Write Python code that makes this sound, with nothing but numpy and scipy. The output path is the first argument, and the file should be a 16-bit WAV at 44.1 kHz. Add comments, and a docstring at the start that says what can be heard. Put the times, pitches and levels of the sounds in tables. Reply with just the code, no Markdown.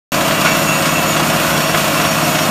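"""After a brief silence a diesel throbs at nearly steady speed: a truck-mounted drill rig in an open yard.
Its exhaust is a sum of harmonics of the engine cycle, joined by fan and engine roar of filtered noise.
An air hammer rattles the drill steel about 29 times a second: noise shaped by blow envelopes, with resonances.
Hard knocks are struck noise, the turning pipe squeals in short grainy tones, compressor and pumps whine
as wavering sines, and compressed air hisses as filtered noise."""
import sys
import numpy as np
from scipy import signal
from scipy.fft import rfft, irfft
from scipy.io import wavfile
from scipy.ndimage import uniform_filter1d

SR = 44100
rng = np.random.default_rng(int(sys.argv[2]) if len(sys.argv) > 2 else 0)


def file_out(sig):
    """Save sig as 16-bit WAV at sys.argv[1]."""
    # one column per channel
    cols = np.atleast_2d(sig).T
    # limit, then scale
    lim = np.clip(cols, -1, 1)
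    pcm = np.round(lim * 32767).astype(np.int16)
    wavfile.write(sys.argv[1], SR, pcm)


N = 110250  # samples, 2.5 s
BODY_MODE_SPACING_HZ, BODY_RIPPLE_DB = 29.74, -0.3  # spectral ripple of the steel body
BLOW_RISE_S = 0.00088  # time constant


def undb(db):
    """Logarithmic level: decibels to amplitude gain."""
    return 10 ** (np.asarray(db) / 20)


def level(x, db):
    """Effective value: scale a signal to an rms level in dB."""
    return x * undb(db) / np.sqrt(np.mean(x ** 2))


def walk(rate):
    """Band-limited fluctuation: smoothed random steps, spread about 1, changing about rate times a second."""
    k = max(int(SR / rate), 2)
    steps = np.repeat(rng.standard_normal(N // k + 2), k)
    smooth = uniform_filter1d(uniform_filter1d(steps, k), k)
    return 1.35 * smooth[:N]  # smoothing narrows the spread


def noise(colour, ripple_db=0):
    """Spectral shaping: noise of rms 1 filtered by a colour table, rippled by many small body modes."""
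    hz, db = np.array(colour, float).T
    f = np.maximum(np.fft.rfftfreq(N, 1 / SR), 1)
    modes = np.tanh(rng.standard_normal(size=2048))
    ripple = ripple_db * np.interp(f / BODY_MODE_SPACING_HZ, np.arange(len(modes)), modes)
    ripple = ripple * f / (f + 700)  # weaker in the bass
    gain = undb(np.interp(np.log(f), np.log(hz), db) + ripple)
    return level(irfft(rfft(rng.standard_normal(N)) * gain, N), 0)


def tone(hz):
    """Phase accumulation: a sine of rms 1 that follows a pitch curve."""
    cycles = np.cumsum(hz) / SR + rng.random()
    return np.sqrt(2) * np.sin(2 * np.pi * cycles)


def ring(hz, width_hz):
    """Resonance under steady random excitation: noise of rms 1 filtered to one peak."""
    f = np.fft.rfftfreq(N, 1 / SR)
    peak = 1 + ((f - hz) / (width_hz / 2)) ** 2  # width is at half amplitude
    return level(irfft(rfft(rng.standard_normal(N)) / peak, N), 0)


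def strike(age, decay_s):
    """Impact response: quick rise, exponential decay."""
    age = np.maximum(age, 0)
    return (1 - np.exp(-age / BLOW_RISE_S)) * np.exp(-age / decay_s)


# colour of the compressed-air hiss: (frequency [Hz], relative level [dB per Hz])
HISS_COLOUR = [(1000, -1), (3000, 2), (4400, 1.5), (4900, -1.5), (5600, 1), (6400, 0.5), (7000, 5.5),
               (7800, -2), (8400, 0), (9500, 0.5), (10450, -8), (11000, 1), (11500, 2.5), (12200, -8.5),
               (12800, -4.5), (13500, -2), (14000, 6), (14700, -4), (16000, -15.5)]
HISS_DB = -23.5


def air(flicker_db=1.0, ripple_db=0.5):
    """Turbulent flow noise: a broadband hiss of compressed air whose level flickers slightly."""
    return level(noise(HISS_COLOUR, ripple_db) * undb(flicker_db * walk(40.3)), HISS_DB)


# speed of compressor and pumps: (time [s], speed [share of the mean])
MACHINE_SPEED = [(.12, 1.002), (.62, 1.01), (.95, 0.98), (1.31, 1), (2.04, 1.002), (2.44, 0.97)]
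# whines of compressor, pumps and gears: (frequency [Hz], rms level [dB], flutter [dB])
WHINE_TONES = [(110.4, -38, -2), (443, -44, 2), (555.2, -29, 4), (644.3, -27, 4.5), (1012, -34, 0.5),
               (1108, -35, 4), (1434, -34, 0.5), (1955, -35, -1), (2280, -33.5, 3), (2670, -45, 10),
               (2695, -32.5, 7), (3796, -41.5, 14), (4460, -38.5, 7), (5400, -41.5, 5), (5573, -44, 4),
               (6013, -41.5, 16), (6780, -40, 7), (6760, -42, 14), (8280, -41, -0.5)]
WHINE_WANDER, WHINE_JITTER = .0005, .001  # relative: shared by all tones, separate for each
WHINE_WAVER_HZ = 2.04


def machinery(t):
    """Frequency and amplitude modulation: whines share a speed drift, and waver and flutter singly."""
    drift = np.interp(t, *np.array(MACHINE_SPEED).T) + WHINE_WANDER * walk(5)
    total = 0
    for hz, db, flutter_db in WHINE_TONES:
        pitch = hz * (drift + WHINE_JITTER * walk(90)) + WHINE_WAVER_HZ * walk(59.91)
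        flutter = undb(flutter_db * np.tanh(walk(40.1)))
        total = total + level(tone(pitch) * flutter, db)
    return total


# squeals and groans of the pipe: (middle [s], length [s], frequency [Hz], level before swelling [dB])
PIPE_SQUEALS = [(.466, .026, 1450, -19), (.48, 0.075, 2272, -23), (0.51, .06, 6830, -26),
                (0.525, 0.17, 5590, -31.5), (0.524, 0.14, 2695, -25), (0.705, 0.046, 6750, -23.5),
                (.76, .08, 6860, -29), (0.738, 0.14, 2695, -24.5), (.82, 0.26, 8180, -36),
                (0.94, 0.088, 6810, -27.5), (0.969, 0.044, 2697, -20), (1.105, 0.066, 6825, -26),
                (1.51, 0.11, 1472, -24), (1.64, 0.15, 5590, -30), (1.92, .06, 5572, -35),
                (2.08, .11, 5600, -29), (2.242, 0.045, 5570, -30), (2.241, .09, 8255, -36),
                (2.417, .06, 5570, -30), (2.44, 0.036, 6830, -32)]
SQUEAL_WIDTH_HZ, SQUEAL_GRAIN, SQUEAL_ROUGH = 240, 0.55, 0.00303  # grain: amplitude; rough: relative pitch


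def squeals(t):
    """Frictional vibration: the pipe rubs in its guide in short grainy tones that swell and fade."""
    total = 0
    for middle, length, hz, db in PIPE_SQUEALS:
        rough_tone = tone(hz * (1 + SQUEAL_ROUGH * walk(400)))
        voice = rough_tone + SQUEAL_GRAIN * ring(hz, SQUEAL_WIDTH_HZ)
        swell = np.exp(-2 * ((t - middle) / length) ** 2)
        total = total + swell * level(voice, db)
    return total


# colour of the clank: (frequency [Hz], relative level [dB per Hz])
CLANK_COLOUR = [(300, -10), (700, -20), (1100, 1), (1450, -3), (2200, -3.5), (3200, -7), (9000, -32)]
# colour of the bright crack: (frequency [Hz], relative level [dB per Hz])
CRACK_COLOUR = [(800, -41), (2000, -5), (3200, 3.5), (4400, 2), (7000, -2.5), (15000, -16)]
# hard knocks, before a common lift:
# (time [s], clank level [dB], crack level [dB], decay time constant [s])
HARD_KNOCKS = [(0.142, -37, -19, 0.0089), (0.208, -19, -19.5, 0.0067), (.3075, -18, -30, 0.0099),
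               (.408, -37, -19, 0.0087), (.451, -26, -19, 0.0081), (.459, -14.5, -36, 0.021),
               (.8215, -23, -20, 0.011), (.856, -20, -19.5, 0.017), (1.1628, -16.5, -26, .01),
               (1.504, -24, -24, 0.009), (1.575, -26, -17.5, .008), (1.745, -13.5, -29, .01),
               (1.776, -21, -20, 0.0069), (1.998, -14, -28, .008), (2.014, -27, -22, 0.0072),
               (2.048, -16, -31, 0.0065), (2.353, -19, -24, 0.0073), (2.387, -16, -24, 0.0088)]
KNOCK_LIFT_DB = 2.5


def knocks(t):
    """Impact excitation: each hard blow is a decaying clank with a bright crack on top."""
    clank, crack = noise(CLANK_COLOUR), noise(CRACK_COLOUR)
    total = 0
    for s, clank_db, crack_db, decay_s in HARD_KNOCKS:
        colour = undb(clank_db) * clank + undb(crack_db) * crack
        total = total + strike(t - s, decay_s) * colour
    return total * undb(KNOCK_LIFT_DB)


# colour of the rattling drill steel: (frequency [Hz], relative level [dB per Hz])
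STEEL_COLOUR = [(25, -40), (200, -9), (500, -3.5), (680, 5), (850, -2), (1100, 4.5), (1500, -3.5),
                (2100, -7.5), (2800, -3), (4200, -11), (6500, -13.5), (9000, -18), (15000, -28)]
# resonances of the drill steel: (frequency [Hz], width [Hz], rms level [dB])
STEEL_RINGS = [(617, 25, -38), (697, 74, -33), (1066, 40, -40), (1175, 36, -40), (1295, 41, -33.5),
               (1408, 77, -39.5), (2504, 34, -35), (2810, 31, -37.5), (2873, 62, -39.5), (3034, 40, -46),
               (3170, 14, -43.5), (3356, 40, -37), (3570, 20, -50), (4280, 19, -48), (5044, 15, -55),
               (5000, 15, -54), (7080, 77, -50), (12030, 60, -43)]
# course of the hammer rattle: (time [s], gain [dB])
RATTLE_COURSE = [(.12, -6), (.3, 1), (.5, 0), (.65, -2.5), (.95, -2), (1.2, 3), (1.35, 0), (1.5, 3),
                 (1.65, -1), (2.02, 0.5), (2.2, 1), (2.5, -2.5)]
HAMMER_HZ, FIRST_BLOW_S, BLOW_DECAY_S = 29.44, .1065, 0.024
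BLOW_SCATTER_DB, BLOW_JITTER_S = 2.5, 0.0017
HAMMER_DB = -22  # rms of the rattle before its course


def hammer(t):
    """Periodic impacts: uneven blows gate the rattle of the drill steel over its steady resonances."""
    times = np.arange(FIRST_BLOW_S, t[-1], 1 / HAMMER_HZ)
    rattle = noise(STEEL_COLOUR, BODY_RIPPLE_DB)
    ringing = sum(undb(db) * ring(hz, width_hz) for hz, width_hz, db in STEEL_RINGS)
    chance = rng.standard_normal((len(times), 2))
    power = 0  # overlapping blows add in power
    for s, (size, late) in zip(times, chance):
        strength = undb(BLOW_SCATTER_DB * np.tanh(size))
        blow = strength * strike(t - s - BLOW_JITTER_S * late, BLOW_DECAY_S)
        power = power + blow ** 2
    course = undb(np.interp(t, *np.array(RATTLE_COURSE).T))
    return level(rattle * np.sqrt(power), HAMMER_DB) * course + ringing


# uneven firings in one engine cycle: (position [share of the cycle], strength [dB])
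FIRING_PULSES = [(0, -1.5), (0.158, -9.5), (0.319, -2), (0.491, -12), (0.643, -6), (.88, -0.5)]
# exhaust harmonics: (order [multiple of the cycle rate], relative level [dB])
EXHAUST_ORDERS = [(2, -42), (4, -17), (6, -17.5), (8, -17), (9, 1), (10, -3), (11, -15), (12, -2),
                  (13, -8.5), (14, -5.5), (16, -6), (17, -16.5), (18, -3), (19, -10), (20, -6.5),
                  (21, -12.5), (26, -13.5), (28, -15.5), (36, -10), (41, -8), (42, -4.5), (43, -20.5)]
# roar of the cooling fan and engine block: (frequency [Hz], relative level [dB per Hz])
ROAR_COLOUR = [(20, -38), (35, -18), (70, -11.5), (130, -5), (300, -1.5), (400, -7.5), (510, -6),
               (600, -1.5), (710, -1), (820, -5), (1080, -0.5), (1450, -2.5), (1750, -6), (2150, -10.5),
               (2750, -8), (3500, -17.5), (5000, -19), (15000, -46)]
CYCLE_HZ, SPEED_WOBBLE, CYCLE_START_S = 16.9, .0012, .047  # four-stroke cycle; relative wander; offset
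EXHAUST_DB, EXHAUST_ROUGH_DB, THROB_SCATTER_DB = -20.5, 1.3, 1
ROAR_DB, FIRING_DEPTH = -19.5, 0.12


def diesel(t):
    """Fourier synthesis: firings set the phases of the exhaust orders; the roar pulses at the firing rate."""
    speed = CYCLE_HZ * (1 + SPEED_WOBBLE * walk(4.1))
    cycles = np.cumsum(speed) / SR - CYCLE_HZ * CYCLE_START_S
    exhaust = 0
    for k, db in EXHAUST_ORDERS:
        pulses = sum(undb(size_db) * np.exp(-2j * np.pi * k * share) for share, size_db in FIRING_PULSES)
        amplitude = undb(db + EXHAUST_ROUGH_DB * walk(14))
        exhaust = exhaust + amplitude * np.cos(2 * np.pi * k * cycles + np.angle(pulses))
    throb = level(exhaust * undb(THROB_SCATTER_DB * walk(60)), EXHAUST_DB)
    firing = np.cos(2 * np.pi * len(FIRING_PULSES) * cycles)
    roar = level(noise(ROAR_COLOUR, BODY_RIPPLE_DB) * (1 + FIRING_DEPTH * firing), ROAR_DB)
    return throb + roar


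def scene():
    """Superposition: all sources add at one point, alike in both ears."""
    t = np.arange(N) / SR
    rig = air() + machinery(t) + squeals(t) + knocks(t) + hammer(t) + diesel(t)
    return np.array([rig, rig])


START_S, TOP_HZ = .1195, 15000  # abrupt onset; upper band edge


def record(dry):
    """Gating, clipping and band limitation: abrupt onset, capped peaks, no top treble."""
    running = np.arange(N) / SR >= START_S
    capped = np.clip(dry * running, -.92, .92)
    lowpass = signal.ellip(12, .2, 90, TOP_HZ, fs=SR, output="sos")
    return signal.sosfilt(lowpass, capped)


dry = scene()
out = record(dry)
file_out(out)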